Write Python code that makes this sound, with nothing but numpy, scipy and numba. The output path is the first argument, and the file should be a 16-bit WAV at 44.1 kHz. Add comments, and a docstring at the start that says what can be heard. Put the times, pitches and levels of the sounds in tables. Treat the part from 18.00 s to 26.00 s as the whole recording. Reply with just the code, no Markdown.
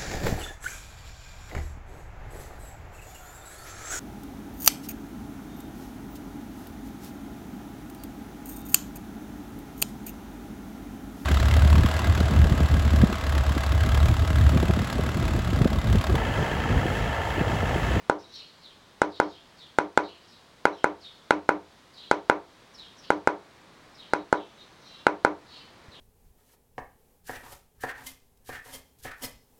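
"""A mallet taps a steel stamp into damp leather on a bench, in quick pairs, close to a camera microphone.
Each blow is a short force pulse exciting decaying modes of slab and bench, led by a steel tick and rattle.
A small room answers with echoes, a noise tail and slow resonances; distant traffic and hiss are shaped noise.
Sparrows chirp outside as warbled falling tones; a thin bird whistle and a soft low bump come late.
The camera's gain control ducks just after loud peaks, and peaks beyond full scale clip."""
import sys
import numpy as np
from scipy import signal
from scipy.fft import rfft, irfft
from scipy.io import wavfile
from scipy.ndimage import uniform_filter1d
from numba import njit

SR = 44100
rng = np.random.default_rng(int(sys.argv[2]) if len(sys.argv) > 2 else 0)


def boost_factor(decibels):
    """Convert a level in decibels to a linear amplitude factor."""
    exponent = np.asarray(decibels, float) / 20
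    return 10 ** exponent


def generate_wav(sig):
    """Save sig (samples, or channels by samples) to the path in sys.argv[1] as 16-bit PCM at SR."""
    pcm = np.round(np.clip(np.atleast_2d(sig).T, -1, 1) * 32767).astype(np.int16)
    wavfile.write(sys.argv[1], SR, pcm)


N = 352800  # samples


def ring(modes, seconds, phase=0):
    """Modal synthesis: a struck body sounds as a sum of exponentially decaying cosines."""
    t = np.arange(int(seconds * SR)) / SR
    hz, db, t60 = np.transpose(modes)[:, :, None]
    decay = np.exp(-np.log(1000) * t / t60)
    return (boost_factor(db) * decay * np.cos(2 * np.pi * hz * t + phase)).sum(0)


def colour(x, points):
    """Linear filtering: multiply the spectrum by a gain drawn through (Hz, dB) points on a log axis."""
    hz, db = np.transpose(points)
    f = np.maximum(np.fft.rfftfreq(len(x), 1 / SR), 1)
    return irfft(rfft(x) * boost_factor(np.interp(np.log(f), np.log(hz), db)), len(x))


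def unit(x):
    """Power normalization: scale to rms 1."""
    return x / np.sqrt(np.mean(x ** 2))


def add(out, x, s):
    """Superposition: mix x into out at time s in seconds."""
    i = int(s * SR)
    out[i:i + len(x)] += x[:N - i]


def tail(bands, rise_s, seconds=.6):
    """Diffuse reverberation: each noise band decays at its own rate, under one common quick rise."""
    t = np.arange(int(seconds * SR)) / SR
    out = 0
    for hz, db, t60 in bands:
        skirts = [(hz / 2.2, -40), (hz / 1.4, 0), (hz * 1.4, 0), (hz * 2.2, -40)]
        band = unit(colour(rng.standard_normal(len(t)), skirts))
        out = out + boost_factor(db) * band * np.exp(-np.log(1000) * t / t60)
    return out * (1 - np.exp(-(t / rise_s) ** 2)) / np.sqrt(len(bands))


# Traffic level over time. Each row: time in seconds, level in dB.
TRAFFIC_LEVEL = [(0, -55), (.5, -57.5), (1.5, -57), (2.4, -57.5), (3.2, -57), (3.9, -57.5), (4.6, -56.5),
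                 (5.6, -54.5), (6.6, -55.5), (7.5, -54.5), (8, -53)]
# Traffic spectrum. Each row: frequency in Hz, relative density in dB per Hz.
ROAD_SPECTRUM = [(12, -40), (20, -5), (27, -7.5), (173, -1), (416, -4), (480, -4), (736, -6), (1020, -4.5),
                 (1440, -8), (1770, -8.5), (2600, -12), (3380, -52), (5720, -120)]
# Spectrum of a far flock and microphone hiss. Each row: frequency in Hz, relative density in dB per Hz.
HISS_SPECTRUM = [(1530, -28), (2600, -18), (2770, 0), (3770, 1.5), (4720, -2), (5090, -4), (6420, -7.5),
                 (14800, -20.5), (16000, -15), (16500, -44.5)]
HISS_DB = -62


def outdoors():
    """Stationary and modulated noise: low and middle traffic noise swells beneath a steady hiss."""
    swell = boost_factor(np.interp(np.arange(N) / SR, *np.transpose(TRAFFIC_LEVEL)))
    road = unit(colour(rng.standard_normal(N), ROAD_SPECTRUM))
    hiss = unit(colour(rng.standard_normal(N), HISS_SPECTRUM))
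    return road * swell + hiss * boost_factor(HISS_DB)


# Mallet blows. Each row: time in seconds, knock in relative dB, tick in relative dB, contact in ms,
# low hum in relative dB.
BLOWS = [(0.0984, 1, -13, 0.98, -1), (1.0183, 0.9, -9.5, 0.89, 2), (1.201, 1.8, -12, 0.9, 3),
         (1.7868, 0.5, -11, 0.84, 1.7), (1.9759, 3, -8.5, 0.83, 1), (2.6545, 2, -10.5, 0.78, -2.2),
         (2.8436, 1.1, -12.5, 0.8, 0.5), (3.3082, 1.6, -9, 0.77, 6), (3.4917, 2.1, -12.5, 0.81, 4.5),
         (4.1136, 1.7, -8, 0.84, -1.5), (4.2986, 3.5, -11.5, 0.79, 0.7), (5.1045, 1, -10, 0.89, 3.5),
         (5.2744, 1.9, -11.5, 0.84, -1.5), (6.1356, -2, -12.5, 0.83, -0.5), (6.328, 2.05, -12, 0.93, -1),
         (7.0679, 2.5, -11.5, 0.79, 1), (7.2495, 3, -11.5, 0.83, 3.5)]
# Modes of slab and bench under the leather. Each row: frequency in Hz, relative level in dB, t60 in seconds.
SLAB_MODES = [(397, -17.5, 0.026), (559, -6, 0.012), (862, -5, 0.018), (1425, 2.5, 0.011),
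              (2054, -4, 0.012), (2980, -66, .01)]
# Typical modes of the hand-held steel stamp. Each row: frequency in Hz, relative level in dB, t60 in seconds.
STAMP_MODES = [(3100, -10.5, 0.0051), (4000, -36, 0.18), (4400, -16.5, 0.0011), (5170, -15.5, 0.0029),
               (7180, 7.5, 0.0033), (8360, 2, 0.007)]
# Spectrum of the stamp's rattle. Each row: frequency in Hz, relative level in dB.
RATTLE_SPECTRUM = [(1500, -21), (2600, 4), (5000, 1), (7500, -18.5), (10000, -15.5), (16000, -40)]
RATTLE_DB, RATTLE_T60_S = -16.5, 0.019  # level relative to the tick setting
SLAB_TO_ROOM_DB, CLICK_TO_ROOM_DB = 25.5, 13.5
PAIR_GAP_S = .3  # a blow this soon after another is the second of a pair
FIRST_UPPER_DB, SECOND_UPPER_DB = 3, 1.4  # slab modes above 1800 Hz: the second blow is duller


def mallet():
    """Impact excitation: steel ticks and rattles lead, then a contact pulse drives all slab modes together."""
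    knocks, ticks, pushes, shoves = np.zeros((4, N))
    chance = rng.standard_normal((len(BLOWS), len(STAMP_MODES) + len(SLAB_MODES)))
    rattles = rng.standard_normal((len(BLOWS), 2048))
    fade = np.exp(-np.log(1000) * np.arange(rattles.shape[1]) / SR / RATTLE_T60_S)
    second = np.diff(np.array(BLOWS)[:, 0], prepend=-1) < PAIR_GAP_S
    for (s, knock_db, tick_db, ms, hum_db), late, c, rattle in zip(BLOWS, second, chance, rattles):
        upper_db = SECOND_UPPER_DB if late else FIRST_UPPER_DB
        pulse = np.hanning(int(ms * SR / 1000) + 2) ** 1.543  # bell-shaped contact force
        pulse /= pulse.sum()
        push = pulse * boost_factor(knock_db)
        shove = pulse * boost_factor(hum_db)
        # every blow lands a little differently
        slab = [(hz, db + .3 * d + upper_db * (hz > 1800), t60)
                for (hz, db, t60), d in zip(SLAB_MODES, c[len(STAMP_MODES):])]
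        stamp = [(hz * (1 + .03 * d), db + 2 * d, t60) for (hz, db, t60), d in zip(STAMP_MODES, c)]
        start = s - ms / 2000  # the pulse is centred on the blow
        add(knocks, np.convolve(push, ring(slab, .06)), start)
        tick = -boost_factor(tick_db - 22.5) * np.convolve(np.hanning(8), ring(stamp, .12))
        add(ticks, tick, s - .00075)
        rattle = unit(colour(rattle, RATTLE_SPECTRUM)) * fade
        add(ticks, boost_factor(tick_db + RATTLE_DB) * rattle, s - .0006)
        add(pushes, boost_factor(SLAB_TO_ROOM_DB) * push, start)
        click = boost_factor(np.array([tick_db + CLICK_TO_ROOM_DB]))  # the room hears the tick as a plain click
        add(pushes, click, start)
        add(shoves, shove, start)
    return knocks, ticks, pushes, shoves


# Room and furniture resonances that build up after a blow. Each row: frequency in Hz, relative level in dB,
# t60 in seconds.
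RESONANCES = [(84.4, -27, 0.58), (179.9, -13.5, 0.26), (200.5, -6.5, 0.19), (297.9, 1, 0.24),
              (305.4, 8.5, 0.18), (349.6, -8.5, 0.31), (400, -10, 0.21), (406, 0.5, 0.25),
              (427.4, 2.5, 0.17), (482, -2, 0.14), (512.7, -6, 0.24), (561, -17, 0.15), (579.4, -1.5, 0.17),
              (664, -8.5, 0.27), (682.7, -11.5, 0.37), (733, -10, 0.22), (787, -10, 0.19), (900, -27, 0.13),
              (895, -6, 0.21), (918, -4, 0.24), (981, 27.5, 0.073), (1036, -19, 0.31), (1050, -23, 0.071),
              (1174, -2, 0.19), (1227, 1, 0.15), (1296.1, -5, 0.23), (1370, -1.5, 0.21), (1430, -27, 0.14)]
# Wall echoes. Each row: delay in seconds, level in dB, sign without unit.
ECHOES = [(.0151, -10, -1), (0.021, -17, -1), (0.0256, -24.5, 1), (.0335, -25.5, 1)]
# Diffuse tail. Each row: band centre in Hz, relative level in dB, t60 in seconds.
TAIL_BANDS = [(153, -54, 0.17), (278, -49, 0.21), (660, -41, 0.27), (1116, -37.5, 0.24), (1960, -34, 0.18),
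              (3000, -34.5, 0.24), (4500, -36.5, 0.2), (6600, -44, 0.13), (10000, -66, .12),
              (15000, -67, .08)]
TAIL_RISE_S = 0.0038
RESONANCE_DB = -23
HUM_TOP_HZ = 325  # below, each blow's hum level drives the resonances; above, its knock and tick
HUM_RISE_S, BODY_RISE_S = 0.036, 0.026  # the upper resonances build faster


def room(knocks, pushes, shoves):
    """Convolution with impulse responses: wall echoes, a diffuse tail, slow modes of room and furniture."""
    diffuse = tail(TAIL_BANDS, TAIL_RISE_S)
    echoes = np.zeros(SR // 20)
    for s, db, sign in ECHOES:
        echoes[int(s * SR)] = np.sign(sign) * boost_factor(db)
    # walls return mostly the middle range
    dull = colour(knocks, [(500, -7.5), (900, 3.5), (1300, 1), (2500, -14.0)])
    low = [mode for mode in RESONANCES if mode[0] < HUM_TOP_HZ]
    high = [mode for mode in RESONANCES if mode[0] >= HUM_TOP_HZ]
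    # neighbours start in opposite directions, close pairs beat
    hum = ring(low, .6, np.pi * (np.arange(len(low))[:, None] + .5))
    body = ring(high, .6, np.pi * (np.arange(len(high))[:, None] + .5 + len(low)))
    t = np.arange(len(hum)) / SR
    hum = hum * boost_factor(RESONANCE_DB) * (1 - np.exp(-(t / HUM_RISE_S) ** 2))
    # pushes already carry the slab-to-room gain
    body = body * boost_factor(RESONANCE_DB - SLAB_TO_ROOM_DB) * (1 - np.exp(-(t / BODY_RISE_S) ** 2))
    paths = [(pushes, diffuse + body), (dull, echoes), (shoves, hum)]
    return sum(signal.oaconvolve(source, response)[:N] for source, response in paths)


# Sparrow notes. Each row: start in seconds, length in seconds, first pitch in Hz, last pitch in Hz,
# relative level in dB.
CHIRPS = [(.184, 0.039, 5370, 5270, -55.5), (0.219, 0.053, 4400, 3740, -63), (.282, 0.1, 4000, 3800, -61.5),
          (0.284, 0.12, 5880, 5453, -63.5), (0.318, .11, 4590, 4120, -54.5),
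          (0.349, 0.14, 3245, 2875, -59.5), (.61, 0.12, 5260, 3175, -58), (1.091, .13, 4860, 4170, -56.5),
          (1.106, 0.16, 3960, 3195, -58.5), (1.205, .057, 5100, 4880, -55), (1.256, 0.075, 6600, 6400, -67),
          (1.266, 0.075, 4970, 4640, -58), (1.294, 0.11, 4200, 3100, -56), (1.568, 0.11, 5260, 3254, -56),
          (2.025, 0.062, 4500, 4095, -52.5), (2.036, .14, 3520, 2830, -58), (2.202, 0.057, 4640, 4680, -66),
          (2.27, 0.075, 5290, 4830, -63), (2.309, .076, 4260, 3800, -61.5), (2.715, .12, 4360, 2960, -57.5),
          (2.72, .08, 5700, 5370, -65), (3.005, 0.096, 5425, 3350, -53.5), (3.927, 0.19, 4850, 3970, -58),
          (3.965, 0.13, 3900, 3210, -54.5), (4.735, 0.15, 5990, 3200, -53.5),
          (4.967, 0.045, 5830, 5570, -60.5), (5.013, 0.086, 5100, 4400, -58),
          (5.02, 0.076, 3390, 2950, -58), (5.94, .145, 5720, 3030, -57), (6.061, 0.17, 4600, 3800, -62),
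          (6.35, 0.095, 4000, 3000, -55.5), (6.57, 0.071, 4000, 3690, -61),
          (6.791, 0.23, 5800, 5540, -64.5), (6.82, 0.19, 4320, 3885, -58.5), (6.86, .2, 3210, 3100, -60),
          (7.46, 0.16, 4500, 4300, -56.5), (7.482, .19, 3500, 3000, -58.5), (7.9, .1, 4900, 3100, -55)]
# warble rate: a floor plus a share of the last pitch, capped
WARBLE_FLOOR_HZ, WARBLE_SHARE, WARBLE_MAX_HZ = 39.4, .095, 443
FLAT_DEPTH_RAD, DEPTH_LOSS_RAD_PER_OCT = 1.01, 0.45  # level notes buzz more than steep falls
FALL_POWER, PEAK_SKEW, EDGE_POWER = 2.7, 0.81, 0.5  # bend of the fall; early peak; softness of both ends
RASP_RAD, PATCHY_DB = 0.77, 4  # rms hoarseness; rms unevenness within a note


def sparrows():
    """Phase modulation: a fast warble spreads gliding tones into stacks of lines, and walls reflect them."""
    out = np.zeros(N)
    rasp = RASP_RAD * unit(uniform_filter1d(rng.standard_normal(N), size=60))
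    for s, length, first_hz, last_hz, db in CHIRPS:
        u = np.linspace(0, 1, int(length * SR))  # progress through the note
        hz = last_hz + (first_hz - last_hz) * (1 - u) ** FALL_POWER
        warble_hz = min(WARBLE_FLOOR_HZ + WARBLE_SHARE * last_hz, WARBLE_MAX_HZ)
        depth = FLAT_DEPTH_RAD - DEPTH_LOSS_RAD_PER_OCT * np.log2(first_hz / last_hz)
        phase = 2 * np.pi * np.cumsum(hz) / SR
        phase += depth * np.sin(2 * np.pi * warble_hz * length * u)
        i = int(s * SR)
        phase += rasp[i:][np.minimum(np.arange(len(u)), N - i - 1)]
        voice = np.sin(phase) + .025 * np.sin(2 * phase)
        envelope = np.abs(np.sin(np.pi * u ** PEAK_SKEW)) ** EDGE_POWER
        add(out, boost_factor(db) * envelope * voice, s)
    out *= boost_factor(PATCHY_DB * unit(uniform_filter1d(rng.standard_normal(N), size=500)))
    yard = tail([(3000, -26.5, 0.19), (5400, -27.5, 0.19), (3800, -36.0, 0.79)], 0.0032)
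    yard[0] = 1.0  # direct sound
    return signal.fftconvolve(out, yard)[:N]


def whistle():
    """Frequency modulation: another bird's thin high tone wavers slowly in pitch."""
    t = np.arange(int(.4 * SR)) / SR
    hz = 6100 - 70 * np.sin(2 * np.pi * t / .21)  # 70 Hz swing, .21 s period
    tone = np.sin(2 * np.pi * np.cumsum(hz) / SR)
    out = np.zeros(N)
    add(out, boost_factor(-72) * signal.windows.tukey(len(t), .2) * tone, 6.41)
    return out


# A soft low bump. The row: start in seconds, frequency in Hz, level in dB, t60 in seconds.
THUD = (7.884, 85, -39, .05)


def thud():
    """Damped oscillation: one low mode starts from zero displacement and dies away."""
    s, hz, db, t60 = THUD
    out = np.zeros(N)
    add(out, ring([(hz, db, t60)], .1, -np.pi / 2), s)
    return out


def scene():
    """Linear superposition of background, blows, room, birds and bump."""
    background = outdoors()
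    knocks, ticks, pushes, shoves = mallet()
    blows = knocks + ticks + room(knocks, pushes, shoves)
    out = background + blows + sparrows() + whistle() + thud()
    return out[None]


@njit
def follow(x, attack, release):
    """Envelope detection: one-pole smoothing, quick up and slow down."""
    e, out = 0., np.empty(len(x))
    for i in range(len(x)):
        e += (x[i] - e) * (attack if x[i] > e else release)
        out[i] = e
    return out


def band_limit(x):
    """A steep low-pass at the top of the band."""
    return signal.sosfilt(signal.butter(12, 16830, fs=SR, output="sos"), x)


# Treble roll-off. Each row: frequency in Hz, gain in dB.
TREBLE_ROLL_OFF = [(9000, 0), (12000, -1.5), (16000, -3)]


def record(dry):
    """Dynamic range compression: gain ducks just after loud peaks and recovers; then clipping, softer treble."""
    level = follow(np.abs(dry[0]), 1 / (0.0016 * SR), 1 / (0.055 * SR))  # time constants in s
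    gain = uniform_filter1d((1 + level / boost_factor(-29)) ** -.35, size=128)
    t = np.arange(N) / SR
    late_gain = np.interp(t - .004, t, gain)  # the control acts 4 ms late
    clipped = np.clip(dry * late_gain, -1, 1)
    mix = colour(clipped[0], TREBLE_ROLL_OFF)[None]
    return band_limit(mix)


dry = scene()
out = record(dry)
generate_wav(out)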